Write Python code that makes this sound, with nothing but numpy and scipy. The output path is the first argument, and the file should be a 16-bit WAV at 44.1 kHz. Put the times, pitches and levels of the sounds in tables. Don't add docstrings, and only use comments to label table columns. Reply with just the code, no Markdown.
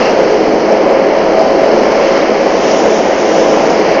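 import sys
import numpy as np
from scipy import signal
from scipy.fft import rfft, irfft
from scipy.io import wavfile

SR = 44100
rng = np.random.default_rng(int(sys.argv[2]) if len(sys.argv) > 2 else 0)


def store_pcm(level_fs):
    pcm = np.round(np.clip(level_fs, -1, 1) * 32767).astype(np.int16)
    wavfile.write(sys.argv[1], SR, np.atleast_2d(pcm).T)


N = 176400
SNAPS_PER_S = 5000


def from_db(db):
    return 10 ** (np.asarray(db) / 20)


def rms_one(x):
    return x / np.sqrt(np.mean(x ** 2) + 1e-20)


def in_time(rows):
    s, *columns = np.transpose(rows)
    return [np.interp(np.arange(N) / SR, s, c) for c in columns]


def drift(corner_hz):
    hop, settling = 40, 2000
    pole = np.exp(-2 * np.pi * corner_hz * hop / SR)
    noise = rng.standard_normal(N // hop + settling + 2)
    slow = signal.lfilter([1], [1, -2 * pole, pole * pole], noise)[settling:]
    return np.interp(np.arange(N) / hop, np.arange(len(slow)), rms_one(slow - slow.mean()))


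def coloured(x, spectrum):
    hz, db = np.transpose(spectrum)
    bin_hz = np.maximum(np.arange(N // 2 + 1) * SR / N, 1)
    gain = from_db(np.interp(np.log(bin_hz), np.log(hz), db))
    return rms_one(irfft(rfft(x) * gain, N))


def impacts(per_s, spread_db):
    sizes = from_db(spread_db * np.minimum(rng.exponential(1, N), 4))
    signs = rng.choice([-1, 1], N)
    return sizes * signs * (rng.random(N) < per_s / SR)


def resonance(x, hz, t60):
    r = from_db(-60 / (t60 * SR))
    return rms_one(signal.lfilter([1, 0, -1], [1, -2 * r * np.cos(2 * np.pi * hz / SR), r * r], x))


def engine():
    # time in seconds, firings per second.
    firing = [(0, 106.3), (.5, 106.7), (.95, 107.5), (1.75, 108.7), (2.1, 108.2), (2.45, 107.5),
              (2.8, 107.9), (3.3, 107.4), (4, 107.0)]
    # multiple of the firing rate, level in dB.
    steady_orders = [(.5, -44.5), (1.5, -38), (2, -29), (2.5, -41), (4.5, -28), (7, -35), (7.5, -34),
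                     (8, -35.5), (9, -37.5), (9.5, -35.5), (10, -39)]
    loud_orders = { 3: [(0, -38), (.4, -21), (1.3, -26.5), (2, -27.5), (3, -25), (4, -26)], 4: [(0, -29),
                   (.17, -16), (.45, -18.5), (.56, -19), (.72, -16), (1.05, -27), (1.3, -34), (1.6, -35),
                   (1.88, -14), (2.15, -26.5), (2.8, -25), (2.94, -13.5), (3.1, -33.5), (3.27, -15.5),
                   (3.4, -32.5), (3.52, -16.5), (3.62, -33), (3.78, -18.5), (4, -41)], 5: [(0, -24),
                   (.2, -14), (.38, -17), (.53, -31), (.78, -17.5), (1.03, -12), (1.43, -26.5), (1.6, -9.5),
                   (1.7, -24), (1.82, -20), (2.17, -14.5), (2.26, -34), (2.36, -17.5), (2.66, -20.5),
                   (2.83, -20.5), (3.1, -19.5), (3.38, -18.5), (3.8, -31), (4, -10.5)], 6: [(0, -39),
                   (.5, -30), (.73, -22.5), (.95, -26), (1.22, -19.5), (1.31, -21), (1.4, -10), (1.52, -32),
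                   (1.65, -18), (1.85, -31), (2.7, -30), (2.98, -25.5), (3.15, -29), (4, -23.5)]}
    firing_hz, = in_time(firing)
    cycles = np.cumsum(firing_hz * (1 + 0.0011 * drift(9))) / SR
    swelling_orders = [(multiple, in_time(curve)[0]) for multiple, curve in loud_orders.items()]
    out = np.zeros(N)
    for multiple, db in list(steady_orders) + swelling_orders:
        tone = np.sin(2 * np.pi * (multiple * cycles + rng.random()))
        waver = from_db(1.5 * drift(6))
        out += from_db(db) * rms_one(tone * waver)
    return out


def rotor():
    # time in seconds, relative levels of air and of hood in dB.
    roar = [(0, -16.5, -11), (.12, -15, -11.5), (.3, -18, -13.5), (.56, -14, -14.5), (.72, -15.5, -10),
            (1.0, -14.5, -11.5), (1.2, -18.5, -11.5), (1.42, -16.5, -10.5), (1.6, -15, -10),
            (1.9, -16.5, -10.5), (2.13, -17.5, -11.5), (2.28, -16.5, -12), (2.66, -17, -11.5),
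            (2.85, -15.5, -11), (3.1, -18, -11.5), (3.42, -16, -9.5), (3.85, -15, -12.5), (4, -17, -9.5)]
    # frequency in Hz, relative spectral density in dB.
    air_spectrum = [(100, -40.5), (112, -26.5), (145, -19), (187, -6), (235, -5.5), (340, 0.5), (420, 1),
                    (600, -5.5), (900, -11.5), (1500, -53.5)]
    # frequency in Hz, relative level in dB, 60 dB decay time in seconds.
    hood_modes = [(381.6, -3, 0.03), (499, 0, 0.038), (562.4, 1, .04), (588, -2, 0.031), (655, 0, 0.082),
                  (737, -3.5, 0.045), (796, -9, 0.072), (901, -11, 0.026), (1003, -13, 0.049)]
    air_db, hood_db = in_time(roar)
    air = coloured(rng.standard_normal(N), air_spectrum)
    clods = impacts(per_s=1500, spread_db=0.5)
    ringing = np.zeros(N)
    for hz, db, t60 in hood_modes:
        drive = clods * rng.standard_normal(N)
        ringing += from_db(db) * resonance(drive, hz, t60)
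    band = signal.butter(2, [260, 1150], "band", fs=SR, output="sos")
    hood = rms_one(signal.sosfilt(band, ringing))
    return from_db(air_db + 2.45) * air + from_db(hood_db - 1) * hood


def debris(level, spectrum, per_s, spread_db, flutter_db):
    level_db, = in_time(level)
    envelope = from_db(level_db + flutter_db * drift(7.8))
    return envelope * coloured(impacts(per_s, spread_db), spectrum)


def cutting():
    # time in seconds, relative level in dB.
    crop_level = [(0.0, -17.5), (0.14, -22), (0.65, -23.5), (1.15, -21), (1.43, -23.5), (1.6, -22.5),
                  (2.2, -19.5), (2.36, -22), (2.62, -21), (2.9, -22.5), (3.25, -21), (3.5, -22), (4.0, -20)]
    straw_level = [(0.0, -26), (0.12, -29.5), (0.15, -30.5), (1.0, -34), (2.18, -29), (2.24, -31.5),
                   (2.67, -31.5), (2.72, -26), (2.75, -33.5), (3.31, -33.5), (3.41, -31.5), (3.43, -33.5),
                   (3.95, -28.5), (4.0, -35)]
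    grit_level = [(0, -42.5), (1.4, -49.5), (2.05, -34), (2.35, -40), (2.68, -26), (2.85, -26.5),
                  (3.42, -26), (3.7, -29.5), (4, -45)]
    # frequency in Hz, relative spectral density in dB.
    shred_spectrum = [(500, -9), (950, 5), (1200, 3), (1550, 0.5), (2200, 1), (2500, -4.5), (3050, -6.5),
                      (3450, -22.5), (4200, -20.5), (7000, -44.5)]
    straw_spectrum = [(1800, -10.5), (2650, -3), (3200, -1), (3700, -9), (4200, -0.5), (5150, 2.5),
                      (5700, -2), (6150, -3.5), (6600, -11.5), (7200, -27)]
    grit_spectrum = [(2000, -12.5), (3000, 3.5), (3900, -2.5), (4250, -11), (5500, 4), (6250, 2),
                     (6900, -3.5), (7500, -24.5)]
    stalks = debris(crop_level, shred_spectrum, per_s=SNAPS_PER_S, spread_db=1.4, flutter_db=-0.33)
    straw = debris(straw_level, straw_spectrum, per_s=9000, spread_db=2.0, flutter_db=0.37)
    grit = debris(grit_level, grit_spectrum, per_s=13000, spread_db=0.0, flutter_db=1.6)
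    return from_db(1) * stalks + from_db(1.5) * straw + from_db(-1.7) * grit


def wind():
    # time in seconds, level in dB.
    breeze = [(0, -47), (.48, -34), (.62, -43), (.9, -41), (1.2, -42), (1.95, -40.5), (2.7, -47.5),
              (4, -44.5)]
    # frequency in Hz, relative spectral density in dB.
    wind_spectrum = [(5, -9.5), (25, 4), (42, -1), (65, -8), (100, -12.5), (200, -31)]
    breeze_db, = in_time(breeze)
    return from_db(breeze_db + 1.5 * drift(3)) * coloured(rng.standard_normal(N), wind_spectrum)


def rasps():
    # time of the peak in seconds, level in dB, half-width in seconds.
    scrapes = [(0.05, -26, 0.1), (2.03, -31, .06), (3.92, -34, .09)]
    # frequency in Hz, relative spectral density in dB.
    rasp_spectrum = [(1400, -22.5), (2000, -3), (2350, -7.5), (2650, 12.5), (3100, -3.5), (3700, -21),
                     (4300, -6), (6000, -17.5)]
    t = np.arange(N) / SR
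    swell = sum(from_db(db) * np.exp(-((t - peak) / width) ** 2) for peak, db, width in scrapes)
    return swell * coloured(impacts(SNAPS_PER_S, spread_db=2.0), rasp_spectrum)


def stones():
    # start in seconds, level in dB, centre frequency in Hz.
    strikes = [(.055, -22, 5100), (0.72, -27, 5440), (.772, -26.5, 5300), (1.394, -24.5, 4900),
               (2.212, -26.5, 3800), (2.71, -27, 5400), (2.983, -23, 5500), (3.4, -22, 5000),
               (3.526, -28, 5500)]
    t60_s, edge_ratio = 0.049, 1.06
    t, out = np.arange(N) / SR, np.zeros(N)
    for start, db, hz in strikes:
        decay = (t >= start) * from_db(-60 * np.maximum(t - start, 0) / t60_s)
        band = signal.butter(2, [hz / edge_ratio, hz * edge_ratio], "band", fs=SR, output="sos")
        out += from_db(db) * decay * rms_one(signal.sosfilt(band, rng.standard_normal(N)))
    return out


def scene():
    return (engine() + rotor() + cutting() + rasps() + stones() + wind())[None]


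def record(dry):
    band_hz, crackle_top_hz, cutoff_hz, overload_level = 7100, 7750, 16000, 0.975
    band_filter = signal.cheby1(11, 0.1, band_hz, fs=SR, output="sos")
    crackle_filter = signal.ellip(10, 0.05, 70, crackle_top_hz, fs=SR, output="sos")
    output_filter = signal.cheby2(12, 70, cutoff_hz, fs=SR, output="sos")
    narrow = signal.sosfilt(band_filter, dry)
    overloaded = np.clip(narrow, -overload_level, overload_level)
    softened = signal.sosfilt(crackle_filter, overloaded)
    return signal.sosfilt(output_filter, np.clip(softened, -1, 1))


dry = scene()
out = record(dry)
store_pcm(out)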